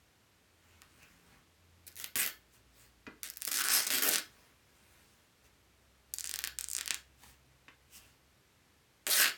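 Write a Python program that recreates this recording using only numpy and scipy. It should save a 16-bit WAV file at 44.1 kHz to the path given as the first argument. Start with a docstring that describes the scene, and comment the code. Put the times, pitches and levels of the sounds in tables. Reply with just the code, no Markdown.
"""The synthetic shell of a padded jacket is ripped by hand in a small, quiet room.
Brittle fracture: stitches snap singly, each a jolt; the weave then fails in runs, as hails of random breaks.
Radiation: flapping panel, taut cloth and thread colour every break, and creases and folds resonate.
Friction: fine grains swish as cloth slides on itself; sudden tension: slack cloth jerks taut with dull knocks.
Reverberation adds a short cluster and a ringing tail; an engine outside hums faintly under a steady hiss."""
import sys
import numpy as np
from scipy import signal
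from scipy.fft import rfft, irfft
from scipy.io import wavfile
from scipy.ndimage import uniform_filter1d, map_coordinates

SR = 44100
rng = np.random.default_rng(int(sys.argv[2]) if len(sys.argv) > 2 else 0)


def generate_wav(signal):
    """Clip the signal to [-1, 1] and save it as 16-bit WAV at the path in sys.argv[1]."""
    frames = np.transpose(np.atleast_2d(signal))
    scaled = np.clip(frames, -1, 1) * 32767
    pcm = np.round(scaled).astype(np.int16)
    wavfile.write(sys.argv[1], SR, pcm)


N = 413216
TIME = np.arange(N) / SR

# Table levels are relative; each source adds its own gain.
# still air and hiss, spectral density: (f/Hz, level/dB per Hz)
AIR_SPECTRUM = [(26, -20.5), (45, -10), (82, -5), (156, -10.5), (362, -13), (763, -18), (2220, -18.5),
                (9200, -28), (10400, -31), (11700, -28), (17000, -38.5)]
# swells of the engine outside: (t of peak/s, 1/e half-width/s, firing rate f/Hz, level/dB, octave re fundamental/dB)
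ENGINE_SWELLS = [(.7, 0.3, 85, -71, -14), (1.25, 0.34, 86.4, -83.5, 10), (1.8, 0.37, 85.9, -67.5, -11.5),
                 (2.902, 0.613, 58.2, -70, -9.5), (6.35, 0.62, 64.5, -63.5, -15.5),
                 (7.6, 0.87, 65.5, -71.5, -3.5)]
# spectrum of the room tail: (f/Hz, level/dB)
TAIL_SPECTRUM = [(100, -2.5), (400, -3.5), (1100, -0.5), (1700, 0), (2700, -3), (5500, -6), (9000, -14.5),
                 (17000, -8.5)]
# reverberation time of the tail: (f/Hz, T60/s)
TAIL_DECAY = [(100, .26), (700, 0.27), (2000, 0.24), (5000, 0.22), (16000, 0.21)]
# pitches at which the room rings on most clearly: (f/Hz)
ROOM_RINGS_HZ = [365, 1367, 1548, 1668, 1880, 2389, 2666, 3188]
# cloth jerking taut: (t/s, level/dB, thump weight/dB, thump lag/s, slap centre f/Hz, thump f/Hz)
KNOCKS = [(0.819, -36.5, -21, 0.0022, 1290, 290), (2.158, -28, 8, 0.001, 1600, 200),
          (3.066, -23, 4, 0.008, 1650, 276), (3.477, -36, 9.5, 0.001, 1880, 318),
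          (7.681, -30, -4.5, 0.0039, 1900, 325), (9.068, -26, 2, 0.0021, 1710, 353),
          (9.08, -33, 17.5, 0.002, 1600, 400)]
# cloth sliding under the hands: (t of peak/s, 1/e half-width/s, level/dB, brightness/dB)
SWISHES = [(0.715, 0.11, -70, -8), (1.032, 0.0098, -61, -4), (1.04, 0.23, -69, -5),
           (1.324, 0.077, -66, -10), (2.557, 0.031, -71.5, 3.5), (2.814, 0.07, -69.5, 3.5),
           (4.38, 0.17, -69, -4.5), (4.955, 0.29, -71.5, -2), (5.458, 0.024, -68, -3),
           (7.236, 0.0024, -54, -3.5), (7.265, 0.067, -64.5, 1), (7.96, 0.038, -69, 13),
           (8.028, 0.11, -70, -0.5)]
# taut folds that resonate: (t of peak/s, 1/e half-width/s, f/Hz, boost/dB, width as a share of f)
FOLDS = [(1.028, 0.023, 2700, 9.5, .14), (2.202, 0.026, 2000, 8, 0.43), (2.205, 0.016, 8600, 8, .14),
         (3.66, 0.09, 1450, 11.5, 0.39), (3.757, 0.039, 11700, 7.5, 0.13), (3.68, 0.3, 5200, 5, .06),
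         (3.782, 0.099, 808, 6.5, .3), (4.023, 0.049, 1330, 11, 0.23), (4.064, 0.068, 289, 6, 0.27),
         (6.679, 0.15, 8100, 6, 0.2), (7.96, 0.091, 2800, 11, 0.12), (9.126, 0.017, 4300, 12.5, 0.23),
         (9.143, 0.097, 596, 14, 0.24), (9.15, 0.033, 9500, 7.5, 0.07), (9.206, 0.019, 11700, 9.5, 0.18),
         (9.213, 0.03, 1500, 8, 0.38)]
# spectrum of a breaking thread: (f/Hz, level/dB)
THREAD_SPECTRUM = [(50, -23), (160, -9), (245, -2), (340, 2), (480, -4), (690, -2.5), (1000, -10),
                   (1450, -1), (3200, -0.5), (9400, 1), (10450, -4.5), (11500, -3), (13500, -6),
                   (17000, -10.5)]
# corner points of the flap, body, middle and edge ranges: (f/Hz)
RANGES_HZ = [600, 1500, 3200, 6000, 9500, 12000]
# loudest stitches, each snapping alone: (t/s, level/dB, body/dB, edge/dB)
SNAPS = [(0.819, -27, 0.5, 1), (1.957, -29, -11, 11), (2.043, -13.5, 6, 8), (2.1567, -9.5, 3.5, 6),
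         (2.169, -14.5, 3, 15), (2.2315, -11.5, 1.5, 4), (2.263, -13.5, -1, 13), (2.276, -20, 9, 16),
         (2.289, -23, -4, 7), (3.2325, -11, -5.5, 4), (3.301, -13.5, -17, 7), (3.3712, -18.5, -5, 12),
         (3.4204, -10, -5, 5), (3.4513, -8.5, -8.5, 6), (3.4776, -8.5, 2.5, 3), (3.5164, -7.5, -2, 1),
         (3.5304, -10, -14.5, 3.5), (3.542, -9, -2, 3.5), (3.554, -12, -13, 1), (3.562, -9, -20, 0),
         (3.598, -19, 4, 13), (3.612, -10, 0.5, 4), (3.6406, -10, -3.5, 4), (3.6858, -3.5, -2.5, 3),
         (3.719, -7, -10, 0), (3.904, -5.5, 3.5, -3), (3.9845, -8, 0, 8), (4.0236, -12.5, 8.5, 16),
         (4.0908, -2, -24, 4), (4.1297, -9, -5, -1), (4.1364, -6, -7, -2), (4.142, -7, -14, -1.5),
         (4.1478, -10, 7, 0.5), (4.1583, 0.5, -3, -11), (4.1829, -9, 1.5, -3), (6.1386, -9, -22, 6),
         (6.1396, -9, -11.5, -1), (6.185, -6.5, -11.5, -11), (6.197, -17, -10, 5), (6.208, -7, -14, -6.5),
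         (6.243, -8, -5.5, -10), (6.2554, -15, -3, -1), (6.261, -15, -7, 3), (6.2733, -9, -12, -6),
         (6.2939, -10, -3, 1), (6.313, -9, -6.5, -3), (6.3399, -8, -1, 0), (6.3592, -10.5, -5, 2),
         (6.3899, -10.5, 4, 6), (6.4196, -24, -20, 5), (6.44, -6, 3, 1), (6.4486, -9.5, -6, -2),
         (6.474, -12, 4, 5), (6.5874, -6.5, -6.5, -2), (6.6101, -11.5, -6.5, 4), (6.6423, -11.5, -7, -3),
         (6.686, -14, -9, -2), (6.7014, -17, -10, 2), (6.714, -12.5, -13, -2.5), (6.7331, -11.5, -12, 2),
         (6.7509, -7.5, -7, -13), (6.7662, -7.5, -8, -3), (6.782, -14.5, 0.5, -6), (6.7866, -13, 4, -1),
         (6.8108, -9.5, 1, -2), (6.8593, -16, 0, 6), (6.8779, -7.5, -0.5, -3), (6.9072, -0.5, 1, -9),
         (6.9444, -7, -3, -2), (9.068, -18, 15.5, 3), (9.213, -12, 3, 8), (9.2275, -11, 5, 7),
         (9.232, -15, -3, 16.5), (9.244, -13, 14, 10), (9.2581, -13.5, 15.5, 3), (9.266, -18.5, 15, 0),
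         (9.281, -17, 9, 1)]
# a loaded seam shedding small ticks: (start t/s, end t/s, level/dB)
STRAINS = [(1.903, 1.98, -36), (3.275, 3.51, -27.5), (6.737, 6.9, -45)]
# runs of the tear: (start t/s, time to top speed/s, length/s, level/dB, breaks per s, body/dB, edge/dB, flap/dB)
RUNS = [(1.867, 0.013, 0.026, -46, 1700, -5.5, 9, -2), (1.964, 0.045, 0.12, -45, 1030, 1, 9, -8),
        (2.157, 0.044, 0.15, -31.5, 1700, 0, 8.5, -6), (3.231, 0.02, 0.078, -41, 910, -0.5, 3, -6.5),
        (3.471, 0.003, 0.035, -34.5, 2900, -5, 7, -10), (3.512, 0.13, 0.11, -28.5, 1620, -3.5, 3, -7),
        (3.637, 0.018, 0.061, -30, 1340, -4.5, 3, -2.5), (3.695, 0.056, 0.16, -23.5, 3400, -3, -0.5, -6.5),
        (3.865, 0.0057, 0.037, -30.5, 1250, -1.5, 0, -6), (3.905, 0.032, 0.13, -28.5, 1940, 0.5, 6.5, -2),
        (4.021, 0.043, 0.14, -28.5, 1930, 0.5, 8, 0.5), (4.111, 0.029, 0.091, -28.5, 1200, -1, 2, -2.5),
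        (9.067, 0.024, 0.049, -33, 1630, 0, 3, -4), (9.099, 0.05, 0.15, -25.5, 5400, -0.5, 5, -15),
        (9.171, 0.034, 0.14, -26.5, 2370, 2.5, 0.5, -10.5)]

# opening and closing ramps of a run: offsets from its top level in dB, and the exponent of both ramps
RUN_START_DB, RUN_END_DB, RUN_CURVE = -5.5, -16, 1.6
RATE_PER_LEVEL = 0.63  # a slower tear breaks fewer threads: dB of rate per dB of level
SLACKEN_DB, EDGE_RISE_DB = 2.5, 0.5  # change of body and of edge level over a run
FRAY_T60_S = .004  # decay of the fraying after a break
CRACK_LEAD_S = .001  # a crack starts to build this long before its peak
FOLD_SAG = .03  # share by which a fold's pitch sags over one half-width
ROOM_LENGTH_S = .33  # the room response ends here
SNAP_ROOM_DB = -1.5  # a lone stitch excites the room less than a running tear
LOW_CUT_HZ, TOP_HZ = 38, 17300


def undb(db):
    """Level: decibels to amplitude ratio."""
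    return 10 ** (np.asarray(db) / 20)


def along(points, hz):
    """Interpolation: read (f/Hz, value) points on a log-frequency axis."""
    f, value = np.transpose(points)
    return np.interp(np.log(hz + 1), np.log(f), value)


def colour(x, points):
    """Linear filtering: multiply the spectrum by (f/Hz, level/dB) points."""
    hz = np.fft.rfftfreq(len(x), 1 / SR)
    return irfft(rfft(x) * undb(along(points, hz)), len(x))


def click(points, size=1024):
    """Minimum phase: folding the cepstrum gives the shortest causal click of a given spectrum."""
    hz = np.fft.rfftfreq(size, 1 / SR)
    cepstrum = irfft(np.log(undb(along(points, hz))))
    cepstrum[1:size // 2] *= 2
    cepstrum[size // 2 + 1:] = 0
    return irfft(np.exp(rfft(cepstrum)))


def through(x, response):
    """Convolution: pass a sound through an impulse response."""
    return signal.oaconvolve(x, response)[:N]


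def unit(x):
    """Normalisation: scale to an energy of one."""
    return x / np.sqrt(np.sum(x ** 2))


def even(x, size):
    """Partial whitening: smooth a burst's chance colour over `size` bins, at an energy of one."""
    spectrum = rfft(x)
    power = uniform_filter1d(np.abs(spectrum) ** 2, size)
    return unit(irfft(spectrum / np.sqrt(power)))


def fade(t, t60):
    """Exponential decay: 60 dB in t60 seconds, starting at t = 0."""
    return (t >= 0) * np.exp(-np.log(1000) * np.abs(t) / t60)


def add(track, s, sound):
    """Superposition: mix a sound into a track at time s."""
    start = int(round(s * SR))
    track[start:start + len(sound)] += sound[:N - start]


def swell_shape(s, length):
    """Gaussian envelope: peak at s, 1/e half-width of `length` seconds."""
    return np.exp(-((TIME - s) / length) ** 2)


def waver(rate):
    """Random modulation: chance values of unit spread, `rate` per second, joined by straight lines."""
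    steps = rng.standard_normal(int(rate * N / SR) + 2)
    return np.interp(TIME * rate, np.arange(len(steps)), steps)


def crackle(rate, spread_db, size=700):
    """Shot noise: uneven impulses at a chance rate, their power evened out over `size` samples."""
    count = len(rate)
    sizes = undb(spread_db * np.clip(rng.standard_normal(count), -2, 2))
    sizes = sizes * rng.choice([-1, 1], count)
    pulses = sizes * (rng.random(count) < rate / SR)
    power = np.abs(uniform_filter1d(pulses ** 2, size))
    return pulses / np.sqrt(power + 1e-4)


def background(air_db=-68, waver_db=2, drift=0.0027):
    """Harmonic series over broadband noise: the engine's two lowest harmonics and a steady hiss."""
    turns = 2 * np.pi * np.cumsum(1 + drift * waver(2.1)) / SR  # phase of 1 Hz with a drifting pitch
    engine = 0
    for s, length, hz, db, octave_db in ENGINE_SWELLS:
        harmonics = np.sin(hz * turns) + undb(octave_db) * np.sin(2 * hz * turns)
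        engine = engine + undb(db) * swell_shape(s, length) * harmonics
    air = colour(rng.standard_normal(N), AIR_SPECTRUM)
    hiss = undb(air_db) * air / np.std(air)
    return hiss + np.sqrt(2) * undb(waver_db * waver(4.4)) * engine


def room(x, wall_s=.0056, wall_db=-5, wall_t60=0.0086, tail_s=0.0057, tail_db=-0.44, ring_db=-1,
         ring_t60=.16):
    """Reverberation: an early cluster from nearby furniture, a diffuse tail and ringing room pitches."""
    t = TIME[:16384]
    hz = np.fft.rfftfreq(len(t), 1 / SR)
    tail = 0
    centres, t60s = np.transpose(TAIL_DECAY)
    for share, t60 in zip(np.eye(len(t60s)), t60s):
        decay = even(rng.standard_normal(len(t)) * fade(t - tail_s, t60), size=48)
        band = np.sqrt(along(np.c_[centres, share], hz))  # overlapping bands, each with its own T60
        tail = tail + irfft(rfft(decay) * band)
    tail = colour(even(tail, size=16), TAIL_SPECTRUM)

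    ringing = fade(t - wall_s, ring_t60)
    tones = sum(np.sin(2 * np.pi * (ring_hz * t + rng.random())) for ring_hz in ROOM_RINGS_HZ)
    rings = tones * 2 * ringing / ringing.sum()

    cluster = even(rng.standard_normal(len(t)) * fade(t - wall_s, wall_t60), size=300)
    cluster = colour(cluster, [(300, 0), (2000, 3.0), (5000, -7.5), (9000, -16.5), (16000, -5.0)])

    echoes = undb(tail_db) * tail + undb(wall_db) * cluster + undb(ring_db) * rings
    return through(x, echoes * (t > wall_s) * (t < ROOM_LENGTH_S))


def knocks(slap_db=5, slap_t60=0.034, thump_db=-4, thump_t60=0.014, pad_db=-1, pad_t60=0.053,
           attack_s=0.0018):
    """Sudden tension: slack cloth jerks taut in a broad slap, then the padding thumps as a damped mode."""
    out, t = np.zeros(N), TIME[:8192]
    onset = np.minimum(t / attack_s, 1)
    # (multiple of the slap's centre, level/dB)
    slap_shape = [(.1, -10), (.45, -6), (1, 2), (1.45, 0.5), (2.2, -11), (4, -19.5), (7, -38)]
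    for s, db, weight_db, lag, slap_hz, thump_hz in KNOCKS:
        slap = even(rng.standard_normal(len(t)) * fade(t, slap_t60), size=120)
        slap = colour(slap, [(k * slap_hz, k_db) for k, k_db in slap_shape])
        add(out, s, undb(db + slap_db) * onset * unit(slap * (t < 2 * slap_t60)))

        pad_colour = [(thump_hz / 2, -21.5), (thump_hz, 9.5), (2 * thump_hz, -6),
                      (1000, -9), (2000, -16.5), (6000, -51.5)]
        pad = unit(colour(rng.standard_normal(len(t)), pad_colour) * fade(t, pad_t60))
        thump = unit(np.sin(2 * np.pi * thump_hz * t) * fade(t, thump_t60))
        padding = undb(thump_db) * thump + undb(pad_db) * pad
        add(out, s + lag, undb(db + weight_db) * onset * padding)
    return out


def swishes(grain_rate=5000, spread_db=5):
    """Sliding friction: the ribbed weave yields fine grains that swell and fade, in a dull and a bright part."""
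    dull_power, bright_power = np.zeros((2, N))
    for s, length, db, bright_db in SWISHES:
        swell = undb(db) * swell_shape(s, length)
        dull_power += swell ** 2
        bright_power += (swell * undb(bright_db)) ** 2
    grains = crackle(np.full(N, grain_rate), spread_db)
    dull = colour(grains * np.sqrt(dull_power), [
        (60, 15.5), (300, 10.0), (600, 3.5), (1500, 7.5), (2700, 4.5), (3600, -3), (7000, -12.5), (16000, -41)])
    bright = colour(grains * np.sqrt(bright_power), [
        (1000, -27), (3000, -1.0), (5000, 3.0), (8500, 5.5), (10400, 2.5), (12000, 3.0), (17000, 0.5)])
    return dull + bright


def folds(x, shift_db, shift_rate=30, count=34):
    """Time-varying resonance: creases make ranges swell and sink; taut folds resonate, sagging in pitch."""
    hz, t, spectra = signal.stft(x, SR, nperseg=512, noverlap=384)
    pitch = np.log(hz + 100)
    # random levels on a grid of pitch and time, read with linear interpolation
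    creases = rng.standard_normal((count + 2, int(shift_rate * t[-1]) + 2))
    pitch_place = count * (pitch - pitch[0]) / np.ptp(pitch)
    place = np.meshgrid(pitch_place, t * shift_rate, indexing="ij")
    db = shift_db * map_coordinates(creases, place, order=1)
    for s, length, fold_hz, boost_db, width in FOLDS:
        age = (t - s) / length
        detune = np.log((hz[:, None] + 1) / fold_hz) + FOLD_SAG * age
        db = db + boost_db * np.exp(-(detune / width) ** 2 - age ** 2)
    return signal.istft(spectra * undb(db), SR, nperseg=512, noverlap=384)[1][:N]


def cloth(flap, body, middle, edge, twang_hz=7500, twang=0.46):
    """Radiation: the whole panel flaps, taut cloth near the tear gives body, the thread itself the edge."""
    size = 1024
    hz = np.fft.rfftfreq(size, 1 / SR)
    reaches = np.eye(4)[:, [0, 1, 1, 2, 2, 3]]  # share of each range at the six corner points
    out = 0
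    for drive, reach in zip((flap, body, middle, edge), reaches):
        band = np.fft.fftshift(irfft(np.interp(hz, RANGES_HZ, reach)))
        out = out + signal.oaconvolve(drive, band, mode="same")
    # all-pass dispersion: taut cloth delays the range around its twang and draws each break out
    poles = [1, -2 * twang * np.cos(2 * np.pi * twang_hz / SR), twang ** 2]
    return signal.lfilter(poles[::-1], poles, through(out, click(THREAD_SPECTRUM)))


def crack(strands_db=-2, shiver_db=-12, fibre_db=-21, fibre_s=0.026):
    """Brittle fracture: one jolt and a burst of last strands; the cloth shivers and a late fibre lets go."""
    t = TIME[:2048]
    strands = unit(rng.standard_normal(len(t)) * fade(t - CRACK_LEAD_S, .0018))
    shiver = unit(rng.standard_normal(len(t)) * fade(t - CRACK_LEAD_S, .01))
    out = undb(strands_db) * strands + undb(shiver_db) * shiver
    out[int(CRACK_LEAD_S * SR)] += .65  # the jolt
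    fibre_at = min(CRACK_LEAD_S + rng.random() * fibre_s, t[-1])
    out[int(fibre_at * SR)] += undb(fibre_db)
    return even(out, size=50)


def stitches(gain_db=1.5, flap_db=-12, tick_rate=45, tick_spread_db=4, tick_body_db=-7, tick_edge_db=-3):
    """Impulsive excitation: each loud stitch or small tick of a straining seam drives the cloth with a crack."""
    drives = np.zeros((4, N))
    ticks = []
    for start, end, db in STRAINS:
        for k in range(int((end - start) * tick_rate)):
            s = start + (k + rng.random()) / tick_rate
            tick_db = db + tick_spread_db * rng.standard_normal()
            ticks.append((s, tick_db, tick_body_db, tick_edge_db))
    for s, db, body_db, edge_db in SNAPS + ticks:
        snap = crack()
        for drive, range_db in zip(drives, (body_db + flap_db, body_db, 0, edge_db)):
            add(drive, s - CRACK_LEAD_S, undb(db + gain_db + range_db) * snap)
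    return drives


def slips(count, rate, jitter=.45):
    """Stick and slip: the pull lets go at once, then ebbs until the next slip; runs from 1 down to -1."""
    gaps = np.exp(jitter * rng.standard_normal(256)) / rate
    phase = np.interp(TIME[:count], np.cumsum(gaps) - gaps[0], np.arange(len(gaps)))
    return 1 - 2 * (phase % 1)


def tear(run, gain_db=-3.0, spread_db=1.0, fray_db=-5.5, catch_db=4.0, catch_rate=100, tone_db=1.5,
         surge_db=2.0, surge_rate=35):
    """Progressive fracture: a hail of thread breaks of varied tone, trailed by the fizz of fraying fibres."""
    start, rise, length, top_db, top_rate, body_db, edge_db, flap_db = run
    t = TIME[:16384]
    progress = np.minimum(t / length, 1)
    opening_db = RUN_START_DB * np.interp(t, [0, rise], [1, 0]) ** RUN_CURVE
    closing_db = RUN_END_DB * np.interp(t, [rise, length], [0, 1]) ** RUN_CURVE
    speed_db = opening_db + closing_db
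    rate = top_rate * undb(RATE_PER_LEVEL * speed_db)
    # the cloth slackens: the body swells and the edge shifts with it
    body = body_db + SLACKEN_DB * (progress - .5)
    edge = edge_db + EDGE_RISE_DB * (progress - .5)

    # a slow tear catches and slips; a fast one runs more evenly
    breaks = (t < length) * crackle(rate, spread_db)
    breaks = breaks * undb(catch_db * np.sqrt(1000 / rate) * slips(len(t), catch_rate))
    # the hands tug unevenly, so the breaks come in coarse surges
    breaks = breaks * undb(surge_db * slips(len(t), surge_rate))

    drives = np.zeros((4, N))
    fray_power = unit(fade(TIME[:512], FRAY_T60_S)) ** 2
    for drive, range_db in zip(drives, (body + flap_db, body, 0, edge)):
        toned = breaks * undb(tone_db * rng.standard_normal(len(t)))
        fraying = np.sqrt(np.convolve(toned ** 2, fray_power)[:len(t)])
        fizz = undb(fray_db) * fraying * rng.standard_normal(len(t))
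        add(drive, start, undb(top_db + speed_db + gain_db + range_db) * (toned + fizz))
    return drives


def scene():
    """Superposition: snaps and tears radiate through cloth, and they, swishes and knocks excite one room."""
    snaps = folds(cloth(*stitches()), shift_db=2.0)
    torn = cloth(*sum(tear(run) for run in RUNS))
    rips = folds(torn + swishes(), shift_db=3.0) + knocks()
    reverberation = room(undb(SNAP_ROOM_DB) * snaps + rips)
    return (snaps + rips + reverberation + background())[None]


def record(dry):
    """Band limitation: cut the deepest bass and the very top."""
    low_cut = signal.butter(4, LOW_CUT_HZ, "high", fs=SR, output="sos")
    top_cut = signal.ellip(8, .2, 60, TOP_HZ, fs=SR, output="sos")
    return signal.sosfilt(top_cut, signal.sosfilt(low_cut, dry))


dry = scene()
out = record(dry)
generate_wav(out)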